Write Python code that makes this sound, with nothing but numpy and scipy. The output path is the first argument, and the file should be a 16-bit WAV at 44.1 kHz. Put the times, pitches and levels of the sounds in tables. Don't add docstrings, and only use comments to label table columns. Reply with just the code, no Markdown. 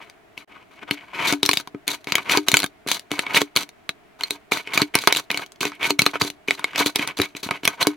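import sys
import numpy as np
from scipy import signal
from scipy.io import wavfile
from scipy.ndimage import uniform_filter1d

SR = 44100
rng = np.random.default_rng(int(sys.argv[2]) if len(sys.argv) > 2 else 0)


def store_wav(level_fs):
    pcm = np.round(np.clip(np.atleast_2d(level_fs), -1, 1) * 32767)
    wavfile.write(sys.argv[1], SR, pcm.T.astype(np.int16))


N = 351036

# (relative, per Hz)
AIR_SPECTRUM = [(15, -41.5), (25, -16), (206, -13.5), (463, -7.5), (503, -53), (624, -5.5), (840, -16.5),
                (2280, -19.5), (5000, -35), (16000, -43)]
AIR_DB = -53.5
AIR_LIKENESS = 0.17
# pitch_hz, t60_s
ROOM_T60 = [(200, 0.062), (1400, 0.042), (4000, 0.065), (12000, 0.058)]

# pitch_hz, level_db (relative), t60_s (nominal)
TABLE = [(155, -13, .07), (240, -7, .06), (290, 0, .17), (345, -4, .06), (398, 0, .14)]
# pitch_hz, level_db (relative), t60_s (nominal)
LEDGE = [(713, -14.5, 0.064), (933, -10.5, 0.077), (1066, 9.5, 0.014), (1252, -1, 0.039), (1489, 1, 0.044)]
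# pitch_hz, level_db (relative), t60_s (nominal)
DECK = [(1960, -38, 0.028), (2256, 2.5, 0.027), (2464, 4, 0.013), (2895, 4.5, 0.0061)]
# pitch_hz, level_db (relative), t60_s (nominal)
TRUCKS = [(3620, -5.5, 0.018), (4055, -1.5, 0.022), (4460, 6.5, 0.0044), (6020, 6.5, 0.0029),
          (7160, -2.5, 0.0039), (8610, -4, 0.0036), (10115, -4, 0.006), (11630, -3.5, 0.0026),
          (15200, -34.5, 0.0024)]
# pitch_hz, level_db (relative), t60_s (nominal)
PALM = [(95, -4, 0.042), (154, -3.5, 0.032), (248, -2.7, 0.021)]

# time_s, left_minus_right_db
BOARD_PAN = [(0.0, 4), (4.34, 0), (7.96, 0.5)]

# push_off_s, bear_down_s, front_lift_s, scrape_end_s,
# roll_db, bear_db, scrape_db (relative grind levels)
RUNS = [(1.125, 1.245, 1.32, 1.336, -23, -20.5, -14), (2.24, 2.291, 2.382, 2.37, -28, -19, -9),
        (3.245, 3.333, 3.388, 3.414, -26, -18.5, -17), (4.643, 4.73, 4.832, 4.81, -33, -22.5, -13.5),
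        (5.778, 5.823, 5.878, 5.906, -24.5, -23, -17), (6.712, 6.774, 6.83, 6.9, -29, -18.5, -31),
        (7.773, 7.804, 7.83, 7.57, -29, -16.5, -21.5)]
SPEED_UP_DB, SCRAPE_RISE_DB = 13, 22
SWELL_DB = 6
ROLL_HISS_DB, BEAR_HISS_DB, SCRAPE_HISS_DB = -23.5, -7, -8
# start_s, grind_db (relative), length_s, hiss_db (relative to grind)
RATTLES = [(0, -40, 0.14, -20), (0.369, -42.5, .06, -13.5), (0.903, -31, 0.041, -9.5),
           (2.191, -36.5, 0.042, -6), (3.553, -26, 0.086, -5), (4.299, -37, 0.064, -8),
           (4.938, -21.5, .1, -8.5), (5.078, -25, 0.045, -25), (5.683, -39.5, 0.11, -19),
           (5.986, -27, 0.057, -8), (6.055, -34, 0.06, -4.5), (6.475, -28.5, .077, -7.5),
           (6.857, -29, 0.025, -1), (6.948, -28.5, .039, -13), (6.986, -21, 0.067, -13.5),
           (7.067, -26, 0.051, -22), (7.208, -25.5, 0.052, -7), (7.358, -41.5, 0.047, -5),
           (7.506, -29, 0.071, -17), (7.644, -27.5, 0.11, -10.5), (7.847, -35, 0.1, -8.5)]
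RATTLE_FADE_DB_PER_S = 172
# start_s, end_s, grind_db (relative), hiss_db (relative to grind)
SLIDES = [(0.49, 0.629, -46.5, -42), (0.707, 0.772, -51, -14), (0.968, 1.13, -46.5, -24),
          (1.425, 1.61, -38.5, -2), (1.868, 1.952, -30.5, -3), (2.073, 2.206, -30.5, -15.5),
          (2.464, 2.648, -35, -4), (2.872, 2.976, -32, 1.5), (3.104, 3.242, -33, -12.5),
          (4.187, 4.282, -42, -7.5), (4.512, 4.606, -27, -8), (4.991, 5.066, -39.5, 1.5),
          (5.132, 5.203, -31.5, -2.5), (5.299, 5.439, -33.5, -12), (5.605, 5.679, -28, -4.5),
          (6.132, 6.172, -29, -18), (6.197, 6.285, -35.5, 1), (6.572, 6.74, -41, -16.5),
          (7.168, 7.204, -34.5, 1.5), (7.428, 7.474, -31.5, -2.5), (7.63, 7.641, -31.5, -10)]
SLIDE_FADE_DB = 4
# catch_s, grind_db (relative)
NUDGES = [(0.794, -35.5), (0.833, -28.5), (0.892, -24.5)]
NUDGE_S, NUDGE_RISE_DB, NUDGE_HISS_DB = 0.022, 17, -42

# thump_db of the table, knock_db of the ledge (both relative)
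GLANCE, DROP, LAND, SLAM = (-23, -21), (-12.5, -24), (-8.5, -19), (-3.2, -10.5)
POP = (4, -4)
EDGE, CORNER, PRESS = (-10.5, 4.65), (-18, -6), (14.6, 5.2)
# start_s, deck_db (relative), tick_db of the trucks (relative to deck), contact (one of the above)
BLOWS = [(0.0984, -41.5, 2, DROP), (0.377, -24, -14.5, GLANCE), (0.9103, -7.5, -13, DROP),
         (1.203, -24.5, -18, EDGE), (1.29, -28, -18, EDGE), (1.325, -16.5, 2, POP), (1.431, -12.5, 4, SLAM),
         (1.4526, -24.5, 7, GLANCE), (1.4609, -18.5, 6, DROP), (1.491, -1, -8.5, CORNER),
         (1.513, -13.5, 0, DROP), (1.5326, -12, -2, GLANCE), (1.5374, -25, 8, GLANCE),
         (1.572, -20.5, 10, GLANCE), (1.5996, -30.5, 1.5, EDGE), (1.674, -30.5, -4.5, EDGE),
         (1.7469, -37, -28, PRESS), (1.8786, -17.5, 6, DROP), (1.916, -30, 6, GLANCE),
         (2.044, -39.5, 6, GLANCE), (2.0711, -18.5, -14, LAND), (2.1216, -6, -9.5, GLANCE),
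         (2.154, -6.5, -4, GLANCE), (2.1816, -19.5, -7, EDGE), (2.2962, -6.5, -22, GLANCE),
         (2.373, -13.5, 6, POP), (2.4845, -12, 8, DROP), (2.5166, -15.5, 1, GLANCE),
         (2.541, 1, -8.5, CORNER), (2.5695, -8, 4.5, GLANCE), (2.591, -22, 3, GLANCE),
         (2.602, -22.5, 8.5, GLANCE), (2.621, -26, 6, GLANCE), (2.631, -20.5, 1, EDGE),
         (2.6417, -15.5, -1, EDGE), (2.6618, -32.5, 6.5, DROP), (2.864, -38, -16, PRESS),
         (2.874, -26, -3, SLAM), (2.8866, -32.5, 14.5, EDGE), (2.9156, -16, 7.5, CORNER),
         (2.932, -31, 3, GLANCE), (2.9948, -41, 13, GLANCE), (3.1159, -10.5, -10, LAND),
         (3.1921, -8.5, -8.5, GLANCE), (3.2661, -17, -23, CORNER), (3.346, -7, -35, GLANCE),
         (3.3734, -11, -3, CORNER), (3.4168, -16.5, 5.5, POP), (3.5626, -14, 6, CORNER),
         (3.5706, -10.5, -3, CORNER), (3.632, -26, -1, DROP), (3.691, -34, -0.5, GLANCE),
         (3.8918, -16, -1.5, CORNER), (4.2089, -19.5, -11, CORNER), (4.2353, -22, 6, GLANCE),
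         (4.3071, -16, 1, DROP), (4.5196, -7.5, -10.5, LAND), (4.572, -19, -7, DROP),
         (4.6736, -21, -20, DROP), (4.7353, -14.5, -18, GLANCE), (4.776, -6, -5, CORNER),
         (4.818, -14, 3, POP), (4.944, -13, -27, GLANCE), (4.9531, -4, -2.5, CORNER),
         (4.988, -21, 4, GLANCE), (5.02, -33, 6, GLANCE), (5.0379, -24.5, -4, EDGE),
         (5.0734, -0.5, -4, EDGE), (5.125, -8, 1, GLANCE), (5.1491, -16, -5, GLANCE),
         (5.1619, -22, 6.5, SLAM), (5.1699, -22.5, 11, GLANCE), (5.3035, -7.5, -24, CORNER),
         (5.3139, -13.5, -5, GLANCE), (5.3443, -13.5, -17, CORNER), (5.3739, -15, -2.5, GLANCE),
         (5.3944, -24.5, -21, EDGE), (5.4215, -27, -32, EDGE), (5.4623, -47, 12.5, DROP),
         (5.52, -51, 13.5, DROP), (5.5594, -55.5, 9, DROP), (5.6113, -16, -10, LAND),
         (5.6301, -18.5, -3, EDGE), (5.6526, -15, -5.5, SLAM), (5.719, -33.5, -21, EDGE),
         (5.752, -48, 3, GLANCE), (5.8295, -10, -18, GLANCE), (5.874, -25, -4, GLANCE),
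         (5.9058, -18.5, 5.5, POP), (5.9921, -5, -2.5, GLANCE), (6.0192, -10, 0.5, DROP),
         (6.056, -29, 3, GLANCE), (6.0639, 0, -9.5, CORNER), (6.156, -17, -28, EDGE),
         (6.2131, -13.5, -5, EDGE), (6.2174, -14, 2.5, SLAM), (6.248, -38, 2, PRESS),
         (6.3013, -42.5, 21.5, GLANCE), (6.484, -10.5, -17.5, LAND), (6.508, -6, -11.5, GLANCE),
         (6.5824, -40, -14, EDGE), (6.594, -28, -4, EDGE), (6.6428, -9.5, -9.5, GLANCE),
         (6.733, -32, -20, EDGE), (6.759, -12.5, -9.5, GLANCE), (6.7803, -16.5, -2, GLANCE),
         (6.861, -18.5, 2, POP), (6.9585, -19, 9.5, SLAM), (6.9941, -11.5, -32, DROP),
         (7.075, -27, 10, EDGE), (7.188, -23, -3, SLAM), (7.1998, -8, -21, SLAM), (7.2171, -15, 2, CORNER),
         (7.3505, -26, -33, SLAM), (7.367, -30, 1.5, GLANCE), (7.4309, -28.5, 1.5, SLAM),
         (7.489, -21, -20, EDGE), (7.5098, -13, -11.5, EDGE), (7.634, -23.5, -20, SLAM),
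         (7.6528, -15.5, 4, GLANCE), (7.6765, -3, -6, CORNER), (7.8276, -19.5, 8.5, CORNER),
         (7.87, -11.5, 5, POP)]
# start_s, level_db (relative)
THUDS = [(1.743, -35.5), (2.532, -16.5), (5.987, -21), (6.218, -17), (7.192, -14), (7.462, -24.5)]

DROPOUT_START_S, DROPOUT_END_S, DROPOUT_DB = .448, .474, -28
BAND_LIMIT_HZ = 16400


def amp(db):
    return 10 ** (np.asarray(db) / 20)


def evened(x):
    return x / np.sqrt(np.mean(x ** 2) + 1e-20)


def read(points, hz):
    f, value = np.transpose(points)
    return np.interp(np.log(hz + 1), np.log(f + 1), value)


def air():
    frames, hz = N // 256 + 5, np.fft.rfftfreq(1024, 1 / SR)
    a, b, c, d = rng.standard_normal((4, len(hz), frames))
    left, other = a + 1j * b, c + 1j * d
    right = AIR_LIKENESS * left + np.sqrt(1 - AIR_LIKENESS ** 2) * other
    spectrum = np.array([left, right]) * amp(read(AIR_SPECTRUM, hz))[:, None]
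    noise = signal.istft(spectrum, nperseg=1024, noverlap=768)[1][:, :N]
    return amp(AIR_DB) * evened(noise)


def room(x):
    taps = np.zeros((2, SR // 2))
    slots = np.arange(130, SR // 2 - 20, 20)
    at = slots + rng.integers(0, 20, (2, len(slots)))
    np.put_along_axis(taps, at, rng.choice([-1., 1.], at.shape), 1)
    hz, t, bands = signal.stft(taps, SR, nperseg=128)
    decay = amp(-60 * t / read(ROOM_T60, hz)[:, None])
    tail = signal.istft(bands * decay, SR, nperseg=128)[1]
    return signal.oaconvolve(x, tail / np.linalg.norm(tail[0]), axes=1)[:, :N]


def ring(modes, scatter_db, detune, sustain):
    hz, db, t60 = np.transpose(modes)[:, :, None]
    t = np.arange(SR // 4) / SR
    level_chance, pitch_chance = rng.standard_normal((2, len(modes), 1))
    envelope = amp(db + scatter_db * level_chance - 60 * t / (sustain * t60))
    waves = envelope * np.sin(2 * np.pi * hz * (1 + detune * pitch_chance) * t)
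    return waves.sum(0)


def strokes():
    for start, bear, lift, scrape_end, roll_db, bear_db, scrape_db in RUNS:
        middle = (bear + lift) / 2
        yield start, bear, (roll_db - SPEED_UP_DB, roll_db), ROLL_HISS_DB
        yield bear, middle, (bear_db - SWELL_DB, bear_db), BEAR_HISS_DB
        yield middle, lift, (bear_db, bear_db - SWELL_DB), BEAR_HISS_DB
        yield lift, scrape_end, (scrape_db - SCRAPE_RISE_DB, scrape_db), SCRAPE_HISS_DB
    for start, db, length, hiss_db in RATTLES:
        yield start, start + length, (db, db - RATTLE_FADE_DB_PER_S * length), hiss_db
    for start, end, db, hiss_db in SLIDES:
        yield start, end, (db, db - SLIDE_FADE_DB), hiss_db
    for end, db in NUDGES:
        yield end - NUDGE_S, end, (db - NUDGE_RISE_DB, db), NUDGE_HISS_DB


def grit(per_s, spread_db):
    size = amp(spread_db * np.minimum(rng.exponential(1, N), 5))
    sign = rng.choice([-1., 1.], N)
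    return size * sign * (rng.random(N) < per_s / SR)


def rolling():
    grind, hiss = np.zeros((2, N))
    for start, end, grind_db, hiss_db in strokes():
        span = slice(round(start * SR), round(end * SR))
        grind[span] = amp(np.linspace(*grind_db, len(grind[span])))
        hiss[span] = grind[span] * amp(hiss_db)
    layers = [(DECK, grind * amp(-3.5), .2, 2500.), (LEDGE, grind * amp(-5.5), .4, 1500.),
              (TRUCKS, hiss * amp(2.5), .4, 2500.), (TABLE, grind * amp(-14.5), .2, 400.)]
    t = np.arange(SR // 8) / SR
    coast = np.exp(-t / 0.0026) + .03 * np.exp(-t / .025)
    out = np.zeros((2, N))
    for modes, push, width, per_s in layers:
        body = ring(modes, scatter_db=0, detune=0, sustain=0.99)
        drift = evened(uniform_filter1d(rng.standard_normal(N), size=800))
        push = signal.oaconvolve(push, coast / coast.sum())[:N] * amp(3.5 * drift)
        mid, side = (signal.oaconvolve(evened(grit(per_s, 3.2)) * push, body)[:N] for _ in range(2))
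        out += (mid + width * np.array([side, -side])) / np.linalg.norm(body)
    return out


def strike(modes, contact_s, scatter_db, detune):
    t = np.arange(SR // 50) / SR
    sustain = rng.uniform(.6, 1.2)
    contact = (0.36 * (t == 0) + rng.standard_normal(len(t)) * .5) * np.exp(-t / contact_s)
    sound = signal.fftconvolve(ring(modes, scatter_db, detune, sustain), contact)[:SR // 4]
    return sound / abs(sound).max()


def blows():
    out = np.zeros((2, N + SR))
    for s, db, tick_db, (thump_db, knock_db) in BLOWS:
        deck = strike(DECK, .0015, 4, .02)
        table = amp(thump_db) * strike(TABLE, .0004, 2.5, .02)
        knock_mid, knock_side = (amp(knock_db) * strike(LEDGE, .002, 4, .03) for _ in range(2))
        tick_mid, tick_side = (amp(tick_db) * strike(TRUCKS, .0015, 4, .05) for _ in range(2))
        mid = deck + table + 0.71 * knock_mid + 1.71 * tick_mid
        side = .3 * knock_side + 1.1 * np.gradient(tick_side)
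        at = round(s * SR)
        out[:, at:at + len(mid)] += amp(db) * (mid + np.array([side, -side]))
    for s, db in THUDS:
        at = round(s * SR)
        out[:, at:at + SR // 4] += amp(db) * strike(PALM, .006, 2, .1)
    return out[:, :N]


def placed(pair):
    pan_db = np.interp(np.arange(N) / SR, *np.transpose(BOARD_PAN))
    return pair * amp(np.array([pan_db, -pan_db]) / 2)


def scene():
    board = placed(amp(2.5) * blows() + rolling())
    no_bass = signal.butter(3, 120., "high", fs=SR, output="sos")
    board = signal.sosfilt(no_bass, board)
    return board + amp(-11.0) * room(board) + air()


def record(dry):
    corners_s = [DROPOUT_START_S - .001, DROPOUT_START_S, DROPOUT_END_S, DROPOUT_END_S + 0.0023]
    gain_db = np.interp(np.arange(N) / SR, corners_s, [0, DROPOUT_DB, DROPOUT_DB, 0])
    loud = dry * amp(gain_db)
    clipped = loud / (1 + abs(loud) ** 6) ** (1 / 6)
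    low_pass = signal.firwin(511, BAND_LIMIT_HZ, window=("kaiser", 9), fs=SR)
    return signal.oaconvolve(clipped, low_pass[None], "same")


dry = scene()
out = record(dry)
store_wav(out)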